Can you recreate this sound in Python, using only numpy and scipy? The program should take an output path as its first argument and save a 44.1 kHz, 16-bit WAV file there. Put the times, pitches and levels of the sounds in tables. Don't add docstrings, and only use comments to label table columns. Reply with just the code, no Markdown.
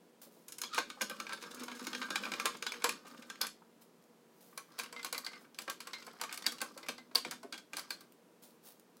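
import sys
import numpy as np
from scipy import signal
from scipy.fft import irfft
from scipy.io import wavfile
from scipy.ndimage import uniform_filter1d

SR = 44100
rng = np.random.default_rng(int(sys.argv[2]) if len(sys.argv) > 2 else 0)


def master_out(mix):
    frames = np.transpose(np.atleast_2d(mix))
    ceiling = np.clip(frames, -1, 1)
    pcm = np.round(ceiling * 32767).astype(np.int16)
    wavfile.write(sys.argv[1], SR, pcm)


N = 396900
TIME = np.arange(N) / SR
HZ = np.fft.rfftfreq(4096, 1 / SR)
MEDIUM_DB = -40

# (wall resonance [Hz], lean of the steel from snap to ping [dB],
# level of the resonance [dB], its fade [s])
DULL = (1090, -2, -5, 0.04)
HOLLOW = (1587, -3, -3.5, 0.15)
WOODY = (2065, 8.5, -2, 0.04)
SHARP = (2400, -0.7, -2.5, .0017)
BRIGHT = (3300, 5.9, -6, 0.2)
CRISP = (3570, -7.5, -10, .001)
STEELY = (4135, 3, 0.5, 0.2)
# (frequency [Hz], width [Hz], height over the dense modes between [dB])
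COVER = [(247.5, 21.7, 21.5), (312.6, 39, 13.5), (479, 20, 18), (887, 13, 4), (958, 16, 6.5),
         (1060, 120, 4.5), (1207, 48, 8.5), (1333, 18, 10.5), (1507, 21, 11), (1588, 43, 10),
         (2200, 140, 2.5), (2380, 100, 1.5), (2840, 48, -1.5)]
# (frequency [Hz], level [dB per Hz])
THUD = [(60, -46.5), (130, -27), (200, -2), (300, -7.5), (600, -4.5), (850, -7), (1500, -33)]
# (frequency [Hz], level [dB per Hz])
GRIT = [(100, -52.5), (400, -4), (700, -6.5), (1300, -1), (2500, -16), (5000, -11.5), (8000, -20),
        (16000, -22)]


def amp(db):
    return 10 ** (np.asarray(db) / 20)


def unit(x):
    return x / np.sqrt(np.mean(x ** 2) + 1e-20)


def sized(x, db):
    return x * amp(db) * np.sqrt(SR / 100 / np.sum(x ** 2))


def read(points, hz=HZ):
    f, value = np.transpose(points)
    return np.interp(np.log(hz + 1), np.log(f), value)


def along(curve, s):
    return np.interp(s, *np.transpose(curve))


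def add(mix, s, sound):
    part = mix[max(round(s * SR), 0):][:len(sound)]
    part += sound[:len(part)]


def peaks(modes):
    power = sum(amp(db) ** 2 / (1 + (2 * (HZ - hz) / width) ** 2) for hz, width, db in modes)
    return 10 * np.log10(1 + power)


def varied(modes, spread_db=2, detune=0):
    return peaks([(hz * (1 + detune * rng.standard_normal()), width, db + spread_db * rng.standard_normal())
                  for hz, width, db in modes])


def hump(hz, octaves, steepness):
    return -10 * np.log10(1 + abs(np.log2((HZ + 1) / hz) / octaves) ** steepness)


def colour(x, db):
    mirrored = np.r_[db, db[-2:0:-1]]
    log_gain = np.log(amp(np.maximum(mirrored, db.max() - 100)))
    minimum_phase = np.exp(np.conj(signal.hilbert(log_gain)))
    response = irfft(minimum_phase[:len(HZ)])
    return signal.oaconvolve(x, response)[:len(x)]


def burst(fade, rise=0.00026):
    t = np.arange(len(HZ) * 2) / SR
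    return rng.standard_normal(len(t)) * np.exp(-t / max(fade, 1e-4)) * (1 - np.exp(-t / rise))


def ring(hz, fade, rise):
    t = np.arange(len(HZ)) / SR
    return np.sin(2 * np.pi * hz * t) * np.exp(-t / fade) * (1 - np.exp(-t / rise))


def blows(rows, ping_growth, thud_lag, scatter):
    # (time [s], level [dB])
    thud_share = [(.78, -10.5), (1.05, -4.5), (2.0, -11.5), (2.84, -14.5), (3.4, -10.5), (5.4, -14.5),
                  (5.68, -8), (5.9, -35), (6.24, -15), (6.4, -10), (6.85, 1.5), (7.15, -9.5), (7.3, -5.5),
                  (7.9, -10)]
    detune = 1 + scatter * rng.standard_normal(len(rows))
    out = []
    for (s, db, (hz, lean, _, _), hard), off in zip(rows, detune):
        thud = along(thud_share, s) - thud_lag * (db - MEDIUM_DB)
        ping = hard + ping_growth * max(hard, 0) + lean / 2
        snap = hard - lean / 2
        out.append((s, db, hz * off, thud, ping, snap))
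    return out


def chatter(curve, level_db, spread_db, hard_db, hard_spread_db, count):
    from_s, to_s = 1.15, 3
    place, spot = rng.random((count, 2)).T
    size, hard = rng.standard_normal((count, 2)).T
    s = from_s + (to_s - from_s) * (np.arange(count) + place) / count
    level = along(curve, s) + level_db + spread_db * size
    spots = [(DULL, HOLLOW, SHARP, BRIGHT)[k] for k in (spot * 4).astype(int)]
    return list(zip(s, level, spots, np.minimum(hard_db + hard_spread_db * hard, 1)))


def clicks(rows, screw, fade, smear, octaves, shell_scale, knock_db, thud_db, ping_db, snap_db, lead_in_db):
    # (frequency [Hz], level [dB per Hz])
    ping_spectrum = [(100, -60), (2300, -36), (3400, -11), (3900, -9.5), (5400, -11.5), (6200, -22.5),
                     (9000, -27.5)]
    # (frequency [Hz], level [dB per Hz])
    snap_spectrum = [(100, -66), (3500, -38), (5000, -9.5), (5900, -0.5), (7500, -2), (11000, -3),
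                     (16000, -15.5)]
    plastic, metal = np.zeros(N), np.zeros(N)
    wall, shell = hump(1660, 1.496, 8.2), read(THUD, HZ * shell_scale)
    for s, db, hz, thud, ping, snap in rows:
        cover, steel = varied(COVER), varied(screw, detune=0.006)
        rise = 0.00059 + smear * np.clip((-46.5 - db) / 10, 0, 1)
        knock = colour(burst(fade + rise / 2, rise), cover + wall + hump(hz, octaves, 6.8))
        add(plastic, s, sized(knock, db + knock_db))
        thump = colour(burst(2.5 * fade, rise=0.0028), cover / 2 + shell)
        add(plastic, s, sized(thump, db + thud + thud_db))
        edge = 0.98 * np.clip(snap + 4, -6, 6) * np.log2(np.maximum(HZ / 7000, 1))
        crack = colour(burst(.5 * fade + rise / 2, rise / 2), steel + read(snap_spectrum) + edge)
        add(plastic, s, sized(crack, db + snap + snap_db))
        steel_fade = 0.85 * fade * amp(-.35 * max(ping, 0))
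        clink = colour(burst(steel_fade, rise), steel + read(ping_spectrum))
        add(metal, s, sized(clink, db + ping + ping_db))
        lead_in = colour(burst(fade, rise=0.00033), cover + steel + read(GRIT))
        add(plastic, s - rng.uniform(.002, 0.0065), sized(lead_in, db + lead_in_db))
    return plastic, metal


def wall_ring(rows, level_db, hard_loss, scatter, rise=.0016):
    out = np.zeros(N)
    for (s, db, (hz, _, ring_db, fade), hard), off in zip(rows, rng.standard_normal(len(rows))):
        tone = ring(hz * (1 + scatter * off), fade, rise)
        add(out, s, sized(tone, db + ring_db + level_db - hard_loss * hard))
    return out


def friction(curve, grit_db, shudder_db, shudder_growth, per_s, spread_db, jolts_per_s,
             clump_db=3, octaves=0.5, count=14):
    s, grit = np.transpose(curve)
    shudder = grit.max() + shudder_growth * (grit - grit.max())
    sizes = rng.choice([-1, 1], N) * amp(spread_db * np.minimum(rng.exponential(1, N), 2.5))
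    slips = sizes * (rng.random(N) < per_s / SR)
    jolts = sizes * (rng.random(N) < jolts_per_s / SR)
    spot, grains = rng.integers(0, count, N), np.zeros(N)
    for k, hz in enumerate(np.geomspace(750, 12000, count)):
        grain = colour(burst(0.0038, rise=0.00037), hump(hz, octaves, 2.5))
        grains += signal.oaconvolve(slips * (spot == k), grain)[:N]
    high = unit(colour(grains, read(GRIT) + 0.51 * peaks(COVER)))
    high *= amp(np.interp(TIME, s, grit) + grit_db)
    low = unit(colour(jolts, read(THUD) + 0.76 * peaks(COVER) + hump(313, 0.89, 5.2)))
    low *= amp(np.interp(TIME, s, shudder) + shudder_db)
    clumps = unit(uniform_filter1d(uniform_filter1d(rng.standard_normal(N), 700), 350))
    ends = np.clip(np.minimum(TIME - s[0], s[-1] - TIME) / 0.02, 0, 1)
    return (high + low) * amp(clump_db * clumps) * ends


def rubs(rows, slips_per_s=750, spread_db=4, fade=0.0012, octaves=0.89, tilt_db=-3.0, level_db=-1):
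    out, tilt = np.zeros(N), tilt_db * np.log2(np.maximum(HZ / 1000, 1))
    for s, db, length, hz in rows:
        train, count = np.zeros(2 * len(HZ)), max(round(length * slips_per_s), 2)
        for place in (np.arange(count) + rng.random(count)) / count:
            swell = np.sqrt(np.sin(np.pi * place))
            add(train, place * length, burst(fade) * swell * amp(spread_db * rng.standard_normal()))
        scrape = colour(train, hump(hz, octaves, 3.45) + tilt + 0.59 * varied(COVER))
        add(out, s, sized(scrape, db + level_db))
    return out


def squeak(jitter=0.085, rasp=0.55, level_db=-1, octave=0.12):
    # (time [s], level [dB], pitch [Hz])
    glide = [(.69, -62, 1309), (0.728, -50, 1287), (.738, -37, 1254), (0.746, -48, 1218), (.757, -50, 1200),
             (0.768, -40, 1170), (0.779, -45, 1135)]
    s, db, hz = np.transpose(glide)
    wander = unit(uniform_filter1d(rng.standard_normal(N), 60))
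    phase = 2 * np.pi * np.cumsum(np.interp(TIME, s, hz) * (1 + jitter * wander)) / SR
    rub = unit(colour(rng.standard_normal(N) * (1 + np.cos(phase)), hump(4000, 0.16, 1.7)))
    tone = unit(np.sin(phase) + octave * np.sin(2 * phase))
    stroke = amp(np.interp(TIME, s, db) + level_db) * (TIME > s[0]) * (TIME < s[-1])
    return colour((tone + rasp * rub) * stroke, hump(3130, 1.43, 40))


def shank_ring(rows, scatter=0.007, rise=0.00053, spread_db=1.5):
    # (frequency [Hz], fade [s], level [dB])
    bending = [(4560, .0021, -6), (4135, .002, -17), (7960, .0015, -20)]
    out = np.zeros(N)
    for s, db, _, _, ping, _ in rows:
        for hz, fade, mode_db in bending:
            off, size = rng.standard_normal(2)
            tone = ring(hz * (1 + scatter * off), fade, rise)
            add(out, s, sized(tone, db + ping + mode_db + spread_db * size))
    return out


def skids(rows, level_db=-12.0, length=.024, delay=0.0066):
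    return [(s + delay, min(db, MEDIUM_DB) + level_db, length * (.6 + chance), hz * (1 + chance))
            for (s, db, (hz, *_), _), chance in zip(rows, rng.random(len(rows)))]


def hand(grain_db=3, rush_db=-6.5, tone_db=-8.5):
    # (time [s], level [dB], centre [Hz])
    soft_knocks = [(0.264, -52, 376), (0.368, -58, 448), (.778, -29.5, 898), (.78, -42, 480),
                   (0.971, -51, 815), (1.018, -38, 453), (1.875, -46, 328), (2.103, -43.5, 350),
                   (2.283, -47, 450), (2.456, -43, 296), (2.885, -45, 350), (3.047, -53, 583),
                   (3.145, -53, 350.5), (3.618, -55.5, 920), (4.527, -56.5, 1200), (5.679, -41.5, 530),
                   (6.072, -47.5, 520), (6.62, -45, 570), (6.765, -49.5, 503), (7.112, -52, 380),
                   (7.25, -46, 540), (7.263, -45.5, 307), (7.432, -48, 633), (7.445, -43, 410),
                   (7.742, -50, 360)]
    # (time [s], level [dB], rise [s], fade [s])
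    brushes = [(.215, -56, .002, 0.03), (.31, -71.5, .02, 0.15), (3.809, -62, 0.012, 0.013),
               (4.29, -77, .09, .1), (4.406, -69.5, 0.002, 0.2), (5.38, -68, 0.042, 0.019),
               (8.42, -61, 0.0086, 0.049), (8.619, -60, 0.053, 0.04)]
    # (time [s], level [dB])
    ticks = [(4.025, -73), (4.04, -71), (8.122, -63), (8.721, -61), (8.797, -62), (8.969, -62.5)]
    # (frequency [Hz], level [dB per Hz])
    skin = [(100, -43), (600, 7), (2000, -3.5), (4500, 0.5), (8000, -0.5), (15000, 3.5)]
    out = np.zeros(N)
    for s, db, hz in soft_knocks:
        add(out, s, sized(colour(burst(0.0062, rise=0.003), hump(hz, 0.75, 7.6)), db + rush_db))
        add(out, s, sized(ring(hz, fade=.006, rise=.003), db + tone_db))
    for s, db in ticks:
        add(out, s, sized(colour(burst(0.0012), read(skin)), db))
    grain = amp(grain_db * unit(uniform_filter1d(rng.standard_normal(N), 90)))
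    hiss = unit(colour(grain * rng.standard_normal(N), read(skin)))
    for s, db, rise, fade in brushes:
        swell = np.clip((TIME - s) / rise, 0, 1)
        out += hiss * amp(db + 5.0) * swell * np.exp(-np.maximum(TIME - s - rise, 0) / fade)
    return out


def tail(build=0.0016):
    # (frequency [Hz], time to fall by 60 dB [s])
    room_t60 = [(200, 0.59), (530, 0.14), (1400, 0.18), (3700, 0.26), (9700, 0.19), (16000, 0.13)]
    # (frequency [Hz], width [Hz], height [dB])
    cavity = [(536, 13, -3), (563, 20, 9.5)]
    hz, t, z = signal.stft(rng.standard_normal(SR // 2), SR, nperseg=256)
    decay = amp(-60 * t / read(room_t60, hz)[:, None])
    echoes = signal.istft(z * decay, SR, nperseg=256)[1]
    echoes *= 1 - np.exp(-(np.arange(len(echoes)) / SR / build) ** 2)
    return colour(echoes / np.linalg.norm(echoes), peaks(cavity))


def room(x, drift_hz=.9, count=3):
    shares = [np.cos(np.pi * (2 * drift_hz * TIME + k / count)) * np.sqrt(2 / count) for k in range(count)]
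    return sum(signal.fftconvolve(x * share, tail())[:N] for share in shares)


def background(noise_db=-65.7, hum_db=-1.0, waver_db=1.5):
    # (frequency [Hz], level [dB per Hz])
    room_noise = [(15, -73), (25, -53), (108, -24.5), (161, -7.5), (236, -6), (270, -6), (476, -7),
                  (695, -14.5), (1260, -18.5), (1520, -20.5), (2350, -24.5), (16000, -33.5)]
    # (frequency [Hz], level [dB])
    hum = [(177.6, -78.5), (231.5, -73.5), (479.1, -78), (963.6, -83)]
    out = unit(colour(rng.standard_normal(N), read(room_noise))) * amp(noise_db)
    for hz, db in hum:
        waver = unit(uniform_filter1d(uniform_filter1d(rng.standard_normal(N), 8000), 4000))
        tone = np.sin(2 * np.pi * hz * TIME + waver) * amp(waver_db * waver)
        out += unit(tone) * amp(db + hum_db)
    return out


def scene():
    # (time [s], level [dB], point of contact, hardness of the contact [dB])
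    slip_rows = [(0.4817, -57, CRISP, 6), (0.521, -55, CRISP, 5.5), (0.5828, -53.5, CRISP, 5.5),
                 (.6161, -44, CRISP, 3.5), (0.6357, -40.5, BRIGHT, -7.5), (0.7452, -46, SHARP, 1.5),
                 (0.7787, -30, DULL, -16), (.7872, -41.5, HOLLOW, -6), (0.9005, -44, CRISP, -13.5),
                 (1.0105, -37, SHARP, -12), (1.0168, -42, SHARP, 6), (1.0222, -40.5, SHARP, -4),
                 (1.0972, -44, HOLLOW, -3.5), (1.1107, -46, DULL, -27), (1.2003, -39.5, SHARP, -8),
                 (1.2671, -46.5, SHARP, -17), (1.2926, -43.5, HOLLOW, -13), (1.3226, -43.5, SHARP, -20),
                 (1.3309, -42, HOLLOW, -7.5), (1.4236, -51, HOLLOW, -4), (1.4369, -47, HOLLOW, -32),
                 (1.5448, -57, DULL, 6.5), (1.6343, -53, DULL, 5), (1.6815, -43, DULL, -14),
                 (1.7155, -46, HOLLOW, -12), (1.7933, -49.5, HOLLOW, -6.5), (1.8686, -41.5, SHARP, -2.5),
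                 (1.9305, -41, BRIGHT, -14), (1.949, -39, SHARP, -11.5), (2.016, -38, HOLLOW, -17),
                 (2.0272, -41, HOLLOW, -17), (2.1042, -36.5, HOLLOW, -9.5), (2.1566, -33, SHARP, -7),
                 (2.2357, -41.5, SHARP, -23), (2.2529, -42.5, SHARP, -11), (2.3181, -39.5, SHARP, -8.5),
                 (2.337, -39.5, SHARP, -13), (2.398, -37, SHARP, -7), (2.4555, -30, DULL, -4),
                 (2.6243, -39.5, SHARP, -5.5), (2.6656, -35, BRIGHT, -8.5), (2.72, -43, SHARP, -4.5),
                 (2.8205, -45, HOLLOW, -11), (2.8419, -28.5, DULL, -3.5), (2.8918, -35, SHARP, -3),
                 (3.222, -54, SHARP, -7), (3.2995, -44, CRISP, -9), (3.4135, -37, BRIGHT, 6.5),
                 (3.4672, -49.5, SHARP, 6.5)]
    # (time [s], level [dB], point of contact, hardness [dB])
    tap_rows = [(4.5759, -43.5, DULL, -0.5), (4.789, -42, DULL, -1), (4.7967, -39.5, SHARP, -4.5),
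                (4.8343, -49, DULL, -2), (4.926, -47, DULL, -5), (4.9626, -44.5, WOODY, -17),
                (4.9932, -47.5, WOODY, -17), (5.0293, -49, STEELY, -2), (5.0464, -40, DULL, -1),
                (5.1265, -39.5, DULL, 1), (5.1461, -41, WOODY, -8), (5.1792, -45, DULL, 3.5),
                (5.2465, -54, BRIGHT, 4.5), (5.2644, -42.5, WOODY, -2), (5.3315, -49.5, WOODY, -14),
                (5.3553, -56, WOODY, -7), (5.5871, -43, SHARP, -0.5), (5.6782, -39, DULL, -18),
                (5.6981, -40.5, CRISP, -3.5), (5.8038, -48, SHARP, -1), (5.8713, -46, DULL, -3),
                (5.9326, -43, WOODY, -7), (5.9335, -46, STEELY, -7), (5.983, -54.5, WOODY, -6),
                (6.0655, -51.5, DULL, -3), (6.2132, -37, DULL, -3.5), (6.2362, -39, DULL, -8.5),
                (6.293, -47.5, SHARP, -14), (6.326, -42.5, CRISP, -4.5), (6.3425, -48, CRISP, -4),
                (6.3752, -47, SHARP, 1.5), (6.442, -49.5, WOODY, -8), (6.4643, -33, BRIGHT, 2.5),
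                (6.5202, -48.5, DULL, 2), (6.6048, -47.5, WOODY, -5), (6.6154, -37, DULL, -1),
                (6.7755, -51, DULL, -0.5), (6.829, -52, WOODY, -5), (6.8852, -38.5, SHARP, -4.5),
                (6.9803, -51, WOODY, -5), (7.1495, -40, DULL, -1), (7.153, -37.5, DULL, -16),
                (7.1551, -39.5, BRIGHT, 10.5), (7.2485, -40.5, SHARP, -10.5), (7.3105, -42.5, CRISP, -4),
                (7.43, -52.5, DULL, -6), (7.5247, -42.5, BRIGHT, -4.5), (7.5411, -47, SHARP, -12),
                (7.5774, -51, BRIGHT, -1), (7.7331, -43, SHARP, -8.5), (7.7679, -43, DULL, 2),
                (7.7937, -57, DULL, 9.5), (7.9052, -42.5, SHARP, 0), (7.9065, -45.5, STEELY, -6),
                (8.0068, -58, HOLLOW, 0)]
    # (time [s], level [dB], length [s], centre [Hz])
    rub_rows = [(.728, -52, 0.013, 4200), (.742, -45, .018, 2200), (.745, -44, .03, 4500),
                (0.779, -35.5, .01, 3970), (.788, -40, .025, 1550), (1.005, -46, 0.0086, 1500),
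                (1.158, -58, 0.014, 4500), (1.302, -45, 0.021, 1600), (1.406, -49, .03, 3800),
                (1.508, -50, .012, 5000), (1.592, -48, 0.016, 5030), (1.747, -51, 0.024, 5000),
                (1.822, -54, 0.0098, 5500), (1.837, -47.5, 0.016, 5000), (1.973, -50, 0.013, 4500),
                (2.083, -47, .012, 1500), (2.258, -40, 0.023, 1200), (2.383, -54, 0.013, 1298),
                (2.448, -48, 0.0072, 1300), (2.545, -46, 0.013, 1700), (2.566, -54, 0.0085, 6000),
                (2.462, -39, .02, 1550), (2.85, -37, .022, 1550), (2.737, -44.5, 0.012, 2200),
                (2.752, -49, 0.023, 1887), (3.054, -54, 0.032, 1702), (3.065, -55.5, 0.023, 7000),
                (3.144, -56, .008, 1700), (3.17, -57.5, .014, 3520), (3.355, -54.5, .006, 2490),
                (3.409, -46, 0.00487, 2002), (3.428, -40, 0.03, 1500), (4.782, -49, 0.0082, 3503),
                (4.84, -49.5, 0.0066, 2400), (4.857, -51, 0.0093, 2407), (5.059, -46, 0.013, 3500),
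                (5.443, -59.5, 0.011, 1700), (5.544, -56.5, 0.011, 4610), (5.616, -48.5, .008, 7000),
                (5.805, -49.5, .014, 2810), (5.863, -49, 0.019, 1692), (5.935, -49, 0.012, 3490),
                (6.024, -53, 0.0089, 3500), (6.072, -49.5, .018, 1300), (6.195, -51, .014, 2190),
                (6.31, -47, .014, 2000), (6.422, -47.5, .006, 3997), (6.459, -42, .005, 3000),
                (6.581, -50.5, .009, 3490), (6.862, -50.5, 0.0071, 2607), (6.887, -39.5, 0.0091, 2789),
                (7.11, -59, 0.011, 1705), (7.166, -41, 0.027, 5000), (7.278, -53, .012, 2400),
                (7.313, -48, 0.0098, 6000), (7.316, -43.5, 0.017, 1300), (7.761, -54, 0.0079, 3500),
                (7.775, -42.5, 0.03, 4600), (7.78, -46, 0.023, 1250)]
    # (time [s], level [dB])
    grind_curve = [(.48, -65), (.57, -77), (.74, -65), (.88, -63), (1.15, -59), (1.6, -52.5), (1.95, -52.5),
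                   (2.15, -49.5), (2.42, -51), (2.6, -59.5), (2.74, -54.5), (2.93, -54.5), (3.01, -62),
                   (3.1, -56.5), (3.42, -65)]
    # (time [s], level [dB])
    scrape_curve = [(4.67, -61), (4.78, -52), (4.92, -64), (5.1, -59), (5.3, -58), (5.41, -62), (5.52, -75),
                    (5.65, -65), (6.08, -52.5), (6.17, -60), (6.33, -54.5), (6.7, -57), (7.08, -75),
                    (7.3, -62), (7.68, -96), (7.78, -54), (8.1, -71)]
    # (frequency [Hz], width [Hz], height [dB])
    tight_screw = [(4420, 120, 1), (4990, 96, 5), (5300, 100, 6), (6560, 310, 8), (9470, 200, 2.5)]
    # (frequency [Hz], width [Hz], height [dB])
    loose_screw = [(4130, 120, 4), (4630, 650, 11), (7900, 420, 3.5), (10580, 400, -6), (14926, 1100, 4)]
    # (frequency [Hz], width [Hz], depth [dB])
    nodes = [(696, 90, 5.5), (1410, 23, 0.5), (1940, 46, 6)]

    catches = chatter(grind_curve, level_db=-4.0, spread_db=2.0, hard_db=-13, hard_spread_db=3.5, count=30)
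    slipping = blows(slip_rows + catches, ping_growth=-0.64, thud_lag=0.043, scatter=0.03)
    cracks, shank = clicks(slipping, tight_screw, fade=0.0052, smear=0.0033, octaves=1.79, shell_scale=0.92,
                           knock_db=-0.1, thud_db=-4.5, ping_db=-1.0, snap_db=-1.5, lead_in_db=-15.0)
    grinding = friction(grind_curve, grit_db=-4.0, shudder_db=-5.0, shudder_growth=1.12,
                        per_s=950, spread_db=3.5, jolts_per_s=130)
    tapping = blows(tap_rows, ping_growth=0.27, thud_lag=.15, scatter=0.023)
    taps, pings = clicks(tapping, loose_screw, fade=0.0065, smear=0.0019, octaves=1.73, shell_scale=0.795,
                         knock_db=-2.0, thud_db=-3.5, ping_db=-4, snap_db=-2.0, lead_in_db=-21.5)
    scraping = friction(scrape_curve, grit_db=-6.0, shudder_db=-20, shudder_growth=0.25,
                        per_s=300, spread_db=3.5, jolts_per_s=50)

    near = colour(cracks + grinding, -peaks(nodes)) + shank + taps + scraping
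    near += rubs(rub_rows + skids(tap_rows)) + squeak() + hand()
    ringing = pings + shank_ring(tapping)
    ringing += wall_ring(slip_rows, level_db=-2.0, hard_loss=0.089, scatter=.02)
    ringing += wall_ring(tap_rows, level_db=-3.0, hard_loss=0.2, scatter=.015)
    reflected = room(near + amp(-7) * ringing)
    return (near + ringing + amp(-5.5) * reflected + background())[None]


def record(dry):
    low_pass = signal.firwin(401, 16250, window=("kaiser", 8), fs=SR)
    return signal.oaconvolve(dry, low_pass[None], "same")


dry = scene()
out = record(dry)
master_out(out)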